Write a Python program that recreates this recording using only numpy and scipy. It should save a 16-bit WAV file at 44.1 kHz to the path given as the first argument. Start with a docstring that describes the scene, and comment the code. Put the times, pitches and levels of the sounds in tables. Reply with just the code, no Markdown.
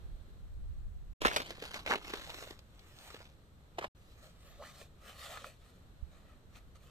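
"""At the open boot of a car on a still, cold night; three scenes parted by short silences.
First, a light breeze on the microphone ports over a distant hush. Then, close by, a stiff jacket
crinkles and buckles, gear knocks and a nylon flag slides over the boot floor. Last, a few steps away,
the flag is rolled up in swishing strokes that the car's side reflects; a glove zips once over the
weave and an eddy thumps the right port."""
import sys
import numpy as np
from scipy import signal
from scipy.fft import rfft, irfft, next_fast_len
from scipy.io import wavfile
from scipy.ndimage import uniform_filter1d, map_coordinates

SR = 44100
rng = np.random.default_rng(int(sys.argv[2]) if len(sys.argv) > 2 else 0)


def pcm_store(signal):
    """Save signal as 16-bit PCM."""
    levels = np.round(np.clip(np.atleast_2d(signal), -1, 1) * 32767)
    wavfile.write(sys.argv[1], SR, levels.astype(np.int16).T)


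N = 304290

# background spectra: f/Hz, relative level/dB
HUSH_SPECTRUM = [(40, 10), (200, 4.5), (330, -1), (520, -1.5), (950, -11.5), (1250, -8.5), (1700, -11.5),
                 (2300, -18), (4200, -13), (4800, -24), (9000, -29)]
HISS_SPECTRUM = [(1100, 12.5), (4150, -1), (4750, -1.5), (7400, 1), (8450, 6), (9100, -33), (11400, 1.5),
                 (14400, -8.5)]
RUMBLE_SPECTRUM = [(15, -6.5), (45, -1.5), (70, 2), (110, -5.5), (170, -8.5), (280, -25.5), (600, -40),
                   (2000, -100)]
EDDY_SPECTRUM = [(15, -6.5), (28, -1.5), (48, 3), (70, -1.5), (110, -14.5), (170, -25.5), (300, -45.5),
                 (1000, -100)]
# distant hush: t/s, level/dB
HUSH_LEVELS = [(0, -60), (1.1, -67.5), (1.3, -60), (3.2, -64), (4.4, -63.5), (6.9, -63)]
# wind on the ports: peak t/s, level/dB, rise and fall/s
BREEZE_GUSTS = [(.1, -45, 0.22), (.75, -40, 0.53), (1.25, -42, 0.066), (2.12, -56.5, 0.62),
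                (4.56, -60.5, 0.18), (6.07, -57, 0.25), (6.58, -58, 0.28)]
# person's bearing: t/s, right port lead/ms
PORT_LEADS = [(1.22, .3), (1.38, .38), (1.5, .18), (3.1, .13), (3.8, .26), (4.6, .04), (5.3, -.02)]
# jacket and flag rustle spectra, including the recorder's treble steps: f/Hz, relative level/dB
JACKET_RUSTLE = [(40, -20), (90, -13), (340, -2.5), (780, -2.5), (1350, -2), (2450, -4), (4150, -6),
                 (4850, -12.5), (8100, -19), (9400, -24.5), (14400, -25.5)]
FLAG_RUSTLE = [(160, -15), (360, -14), (560, 1), (880, -4), (1230, -3), (1650, -2), (2550, -4.5),
               (4150, -5.5), (4850, -12), (8300, -11), (9400, -19), (14400, -16)]
# arm movements; flag pulls: peak t/s, relative level/dB, rise/s, fall/s, treble gain/dB
ARM_STROKES = [(1.223, -32.5, 0.013, 0.034, 9), (1.257, -20.5, 0.027, 0.049, -4.5),
               (1.322, -41, 0.027, 0.12, -4), (1.397, -27, 0.12, 0.045, 2.5),
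               (1.47, -42.5, 0.078, 0.16, 4.5), (1.66, -39.5, 0.08, .1, 5.5),
               (1.765, -39, 0.053, 0.082, 7.5), (1.89, -28, 0.026, 0.097, 0.5),
               (1.928, -22.5, 0.045, 0.039, -9), (2.08, -35.5, .07, 0.12, 2.5),
               (2.16, -37, 0.043, 0.16, 3.5), (2.27, -41, 0.12, 0.22, -0.5), (2.47, -40, 0.3, 0.087, 0.5),
               (3.16, -48, 0.16, 0.16, 3), (3.828, -37.5, 0.056, 0.084, -7)]
FLAG_PULLS = [(2.4, -51.5, 0.28, .15, 11.5), (2.92, -52.5, 0.27, 0.074, 1), (3.05, -47, 0.14, 0.17, 3.5),
              (4.09, -60, 0.2, 0.24, 3.5), (4.255, -51, .1, 0.085, 1.5), (4.49, -53.5, 0.15, 0.14, 4),
              (4.675, -46.5, 0.11, 0.086, 3.5), (4.805, -47, 0.15, 0.064, 3.5),
              (5.093, -40.5, 0.077, 0.079, -2), (5.24, -39, 0.09, 0.13, 2.5), (5.32, -39.5, .07, .15, 1),
              (5.47, -51.5, 0.12, 0.082, 9), (5.67, -60, 0.15, 0.17, 3.5), (6.17, -58, 0.11, 0.11, 2),
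              (6.3, -55, 0.2, 0.12, -9), (6.565, -48.5, 0.043, 0.049, -1), (6.755, -52, 0.0097, 0.03, 1.5),
              (6.86, -56.5, 0.096, .12, 2)]
# buckling folds: t/s, relative level/dB, ring f/Hz, treble gain/dB
FOLD_SNAPS = [(1.218, 0, 370, 2), (1.2543, -2, 230, 6), (1.262, -4, 480, 10), (1.289, -7, 390, 1),
              (1.313, -2.5, 1610, -7), (1.3627, 2, 1600, 8.5), (1.366, 0, 597, 7.5), (1.506, -6.5, 390, 4),
              (1.58, -17, 483, -8), (1.623, -5.5, 420, 0), (1.653, -15, 740, 8.5),
              (1.7431, -10.5, 2180, 9.5), (1.8625, -4, 2160, 0.5), (1.875, -3, 2440, -3.5),
              (1.956, -4, 2880, -2), (2.014, -20, 980, -7), (2.048, -16, 2200, -4), (2.102, -10, 370, 2),
              (2.1368, 0.5, 383, -1.5), (2.302, -16.5, 3070, 9.5), (2.3432, -12.5, 350, 5),
              (2.508, -14.5, 354, 7), (2.5912, -27, 613, 14), (2.794, -42, 3380, 21.5),
              (2.988, -40, 2500, 27), (3.104, -18, 1200, 7), (3.144, -15.5, 394, 0), (3.204, -20, 496, -2),
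              (3.2543, -29.5, 2460, 7), (3.7877, -6, 417, 1.5), (3.814, -10.5, 450, -10),
              (4.814, -18, 493, -2), (6.555, -29, 3120, 0.5)]
# knocking gear: t/s, relative level/dB, ring f/Hz, rattle t60/s
GEAR_KNOCKS = [(1.249, 12, 1420, 0.027), (1.2554, 10.5, 516, 0.0096), (1.402, -0.5, 654, 0.0068),
               (1.9128, 6, 1360, 0.0033), (1.92, 6.5, 1420, 0.0061), (1.946, -1, 1200, 0.0063),
               (3.213, -18, 1150, 0.014), (3.784, 0.5, 720, 0.025), (3.824, -6, 1040, 0.024),
               (3.843, 1.5, 700, 0.018), (5.3734, -6.5, 1270, 0.014), (5.444, -8.5, 1093, 0.013)]
# gaps between scenes: start t/s, end t/s
SILENCES = [(1.134, 1.206), (3.882, 3.95)]


def amp(db):
    """Decibels to gain."""
    return 10 ** (np.asarray(db) / 20)


def unit(x):
    """Scale to rms 1."""
    return x / np.sqrt(np.mean(x ** 2) + 1e-20)


def along(points, hz):
    """(f/Hz, value) points read on a log axis."""
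    f, v = np.transpose(points)
    return np.interp(np.log(hz + 1), np.log(f), v)


def bell(hz, centre_hz, width_oct):
    """Gaussian of height 1 on a log axis."""
    return np.exp(-.5 * (np.log2((hz + 1) / centre_hz) / width_oct) ** 2)


def wobble(rate_hz):
    """Smooth random curve, rate_hz knots a second."""
    n = np.arange(0, N, 12)
    knots = rng.standard_normal(int(N * rate_hz / SR) + 4)
    return np.interp(np.arange(N), n, map_coordinates(knots, [n * rate_hz / SR]))


def filtered(x, response):
    """Apply a frequency response."""
    size = x.shape[-1]
    m = next_fast_len(size + 2048, True)
    return irfft(rfft(x, m) * response(np.fft.rfftfreq(m, 1 / SR)), m)[..., :size]


def shaped(x, spectrum):
    """Apply a spectrum table; rms 1."""
    return unit(filtered(x, lambda hz: amp(along(spectrum, hz))))


def minimum_phase(db_of, size=2048):
    """Shortest causal impulse response with a given dB spectrum."""
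    cepstrum = irfft(np.log(amp(db_of(np.fft.rfftfreq(size, 1 / SR)))))
    cepstrum[1:size // 2] *= 2
    cepstrum[size // 2 + 1:] = 0
    return irfft(np.exp(rfft(cepstrum)))


def swell(peak_s, db, rise_s, fall_s, fade_db=15, roundness=1.36):
    """Gain of one movement, fade_db down at one rise or fall time from its peak."""
    n = np.arange(0, N, 32)
    t = n / SR - peak_s
    spans = np.minimum(np.maximum(-t / rise_s, t / fall_s), 8)
    return np.interp(np.arange(N), n, amp(db - fade_db * spans ** roundness))


def diffuse():
    """White noise from all sides at two ports a hand apart: alike in the bass only."""
    angle = lambda hz: np.arccos(np.sinc(hz / 1250)) / 2
    noise = rng.standard_normal((2, N))
    mid, side = filtered(noise, lambda hz: np.array([np.cos(angle(hz)), np.sin(angle(hz))]))
    return np.array([mid + side, mid - side])


def night_air():
    """Wavering distant hush and low rumble over faint microphone hiss."""
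    hush_db = np.interp(np.arange(N) / SR, *np.transpose(HUSH_LEVELS))
    hush = shaped(diffuse(), HUSH_SPECTRUM) * amp(hush_db + 0.89 * wobble(8.5))
    hiss = amp(-73.5) * shaped(rng.standard_normal((2, N)), HISS_SPECTRUM)
    rumble = amp(-61.5) * shaped(diffuse(), RUMBLE_SPECTRUM)
    return hush + hiss + rumble


def breeze(calm_db=-67.5):
    """Separate eddies at each port, swelling in gusts."""
    eddies = shaped(rng.standard_normal((2, N)), EDDY_SPECTRUM)
    flutter = amp(0.94 * np.array([wobble(8.1), wobble(6.2)]))
    gust_power = sum(swell(at_s, db, span_s, span_s) ** 2 for at_s, db, span_s in BREEZE_GUSTS)
    return np.sqrt(amp(calm_db) ** 2 + gust_power) * unit(eddies * flutter) * amp([[-1], [1.2]])


def placed(x, start_s, wet_db, t60_s):
    """Direct sound, nearer port first, plus dense reflections from hatch and ground."""
    n = np.arange(len(x))
    half_lead = np.interp(start_s + n / SR, *np.transpose(PORT_LEADS)) * SR / 1000 / 2
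    direct = np.array([map_coordinates(x, [n + sign * half_lead], order=3) for sign in (-1, 1)])
    decay = amp(-60 * np.arange(SR // 20) / SR / t60_s) ** 2
    power = signal.fftconvolve(x ** 2, decay / decay.sum())[:len(x)]
    scatter = diffuse()[:, :len(x)] * np.sqrt(abs(power))
    return (direct + amp(wet_db) * scatter) / np.hypot(1, amp(wet_db))


def bass_share(hz):
    """Band of the heavy, slow folds."""
    return along([(520, 0.98), (1100, 0)], hz)


def treble_share(hz):
    """Band of the small, crisp creases."""
    return along([(1900, 0.14), (4200, 0.93)], hz)


def crackle(size, rate_hz, spread_db, smooth):
    """Tiny unequal slips; smooth is the power share of even sliding noise."""
    slips = (rng.random(size) < rate_hz / SR) * rng.choice([-1, 1], size)
    slips = slips * amp(spread_db * np.clip(rng.standard_normal(size), -2, 2))
    return np.sqrt(1 - smooth) * unit(slips) + np.sqrt(smooth) * unit(rng.standard_normal(size))


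def shifting(x, depth_db=3):
    """Folds change shape: resonances come and go at random."""
    bins = signal.stft(x, nperseg=512)[2]
    field = uniform_filter1d(rng.standard_normal(bins.shape[1:]), size=3, axis=0)
    field = unit(uniform_filter1d(field, size=12, axis=1))
    return unit(signal.istft(bins * amp(depth_db * field), nperseg=512)[1][:, :N])


def cloth(slips, spectrum, strokes, bass_db=0):
    """Slips shaped into a rustle; stroke powers add, and the louder stroke sets the treble."""
    power = np.array([swell(*row[:4]) ** 2 for row in strokes]) + 1e-16
    treble_db = np.array(strokes)[:, 4] @ power / power.sum(0)
    rustle = filtered(shifting(slips), lambda hz: amp(along(spectrum, hz) + bass_db * bass_share(hz)))
    rustle += (amp(treble_db) - 1) * filtered(rustle, treble_share)
    return np.sqrt(power.sum(0)) * rustle


def jacket():
    """Stiff cloth crinkles in clumps as folds form and let go; single creases tick."""
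    clumps = unit(amp(2.9 * np.clip(wobble(130), -2, 2)))
    slips = crackle(N, rate_hz=800, spread_db=6, smooth=.3) * clumps
    creases = crackle(N, rate_hz=90, spread_db=3, smooth=0)
    pair = placed(unit(slips + .4 * creases), 0, wet_db=-3.5, t60_s=.022)
    return cloth(pair, JACKET_RUSTLE, ARM_STROKES, bass_db=0.4)


def snap(at_s, db, ring_hz, t60_s, bass_db, treble_db, size=3072, lead=24):
    """A sharp push and a run of smaller ones, ringing broadly; longer runs take more of the energy."""
    t = np.arange(size) / SR
    envelope = (1 - np.exp(-10 * t / t60_s)) * amp(-60 * t / t60_s)
    run = crackle(size, rate_hz=5000, spread_db=3.5, smooth=.35) * envelope
    burst = run * (t60_s / 0.015) ** 2 / np.linalg.norm(run)
    burst[0] += 1
    burst /= np.linalg.norm(burst)
    pair = placed(np.pad(burst, (lead, 0)), at_s, wet_db=-4.5, t60_s=.04)
    colour = minimum_phase(lambda hz: along(JACKET_RUSTLE, hz) + 9.16 * bell(hz, ring_hz, 0.38)
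                           + bass_db * bass_share(hz) + treble_db * treble_share(hz))
    out = np.zeros((2, N + size))
    start = round(at_s * SR) - lead
    out[:, start:start + size] = amp(db) * signal.fftconvolve(pair, colour[None], axes=1)[:, :size]
    return out[:, :N]


def folds(crumple_s=0.018, halving_db=29):
    """Folds buckle; one that is halving_db crisper takes half the time."""
    return sum(snap(at_s, db, hz, crumple_s * 2 ** (-treble_db / halving_db), 1.6, treble_db)
               for at_s, db, hz, treble_db in FOLD_SNAPS)


def gear():
    """Gear knocks, muffled by cloth; smaller, higher pieces have less bass."""
    return sum(snap(at_s, db, hz, rattle_s, bass_db=-3 - 6 * np.log2(hz / 1000), treble_db=-10.5)
               for at_s, db, hz, rattle_s in GEAR_KNOCKS)


def flag(pocket_hz=1246, pocket_db=4):
    """Thin nylon slides over boot floor, then gloves; air in the bunched cloth rings hollow."""
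    slips = crackle(N, rate_hz=1800, spread_db=4.5, smooth=.55) * unit(amp(1.4 * wobble(70)))
    creases = crackle(N, rate_hz=60, spread_db=3, smooth=0)
    pair = placed(unit(slips + .18 * creases), 0, wet_db=-2, t60_s=.035)
    hollow = filtered(pair, lambda hz: amp(pocket_db * bell(hz, pocket_hz, width_oct=0.09)))
    return amp(-0.87) * cloth(hollow, FLAG_RUSTLE, FLAG_PULLS)


def car_reflection(x, delay_ms=1.62, strength=0.54):
    """One reflection off the car's curved side hollows the low mids; treble scatters away."""
    def comb(hz):
        echo = strength * along([(1300, 1), (2600, .45), (5000, .1)], hz)
        return (1 + echo * np.exp(-2j * np.pi * hz * delay_ms / 1000)) / np.hypot(1, echo)
    return filtered(x, comb)


def weave_zip(at_s=4.607, slow_hz=555, fast_hz=1845, slip_after_s=.028):
    """A glove speeds up over uneven threads: their rough buzz rises in pitch."""
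    t = np.arange(N) / SR - at_s
    release = .5 + .5 * np.tanh((t - slip_after_s) / .016)
    thread_hz = slow_hz + (fast_hz - slow_hz) * release
    phase = 2 * np.pi * np.cumsum(thread_hz * (1 + .13 * wobble(600))) / SR
    buzz = np.sin(phase) + amp(-13) * np.sin(2 * phase)
    # every other thread catches harder
    buzz += amp(-5) * np.sin(phase / 2) * np.clip(thread_hz / 500 - 1, 0, 1)
    grain = amp(3.5 * wobble(450))
    return unit(buzz * grain) * swell(at_s, db=-51, rise_s=.025, fall_s=.085)


def puff(at_s=6.024, hz=52.7, t60_s=0.066, db=-19):
    """One soft eddy thumps the right port."""
    t = np.maximum(np.arange(N) / SR - at_s, 0)
    onset = 1 - np.exp(-(t / 0.006) ** 2)
    return amp([[-26], [0]]) * amp(db - 60 * t / t60_s) * np.sin(2 * np.pi * hz * t) * onset


def scene():
    """Close handling until the second silence, then the flag from a few steps away."""
    away = np.arange(N) / SR > SILENCES[1][0]
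    handling = folds() + gear() + flag()
    near = (jacket() + handling) * ~away * amp([[-.3], [.3]])
    far = car_reflection((handling + weave_zip()) * away)
    return near + far + night_air() + breeze() + puff()


def record(dry, top_hz=14950):
    """Mute between scenes; low-pass at top_hz."""
    t = np.arange(N) / SR
    gate = np.prod([(t < start) | (t > end) for start, end in SILENCES], axis=0).astype(float)
    gated = dry * uniform_filter1d(gate, size=128)
    return filtered(gated, lambda hz: np.clip((top_hz - hz) / 300 + .5, 0, 1))


dry = scene()
out = record(dry)
pcm_store(out)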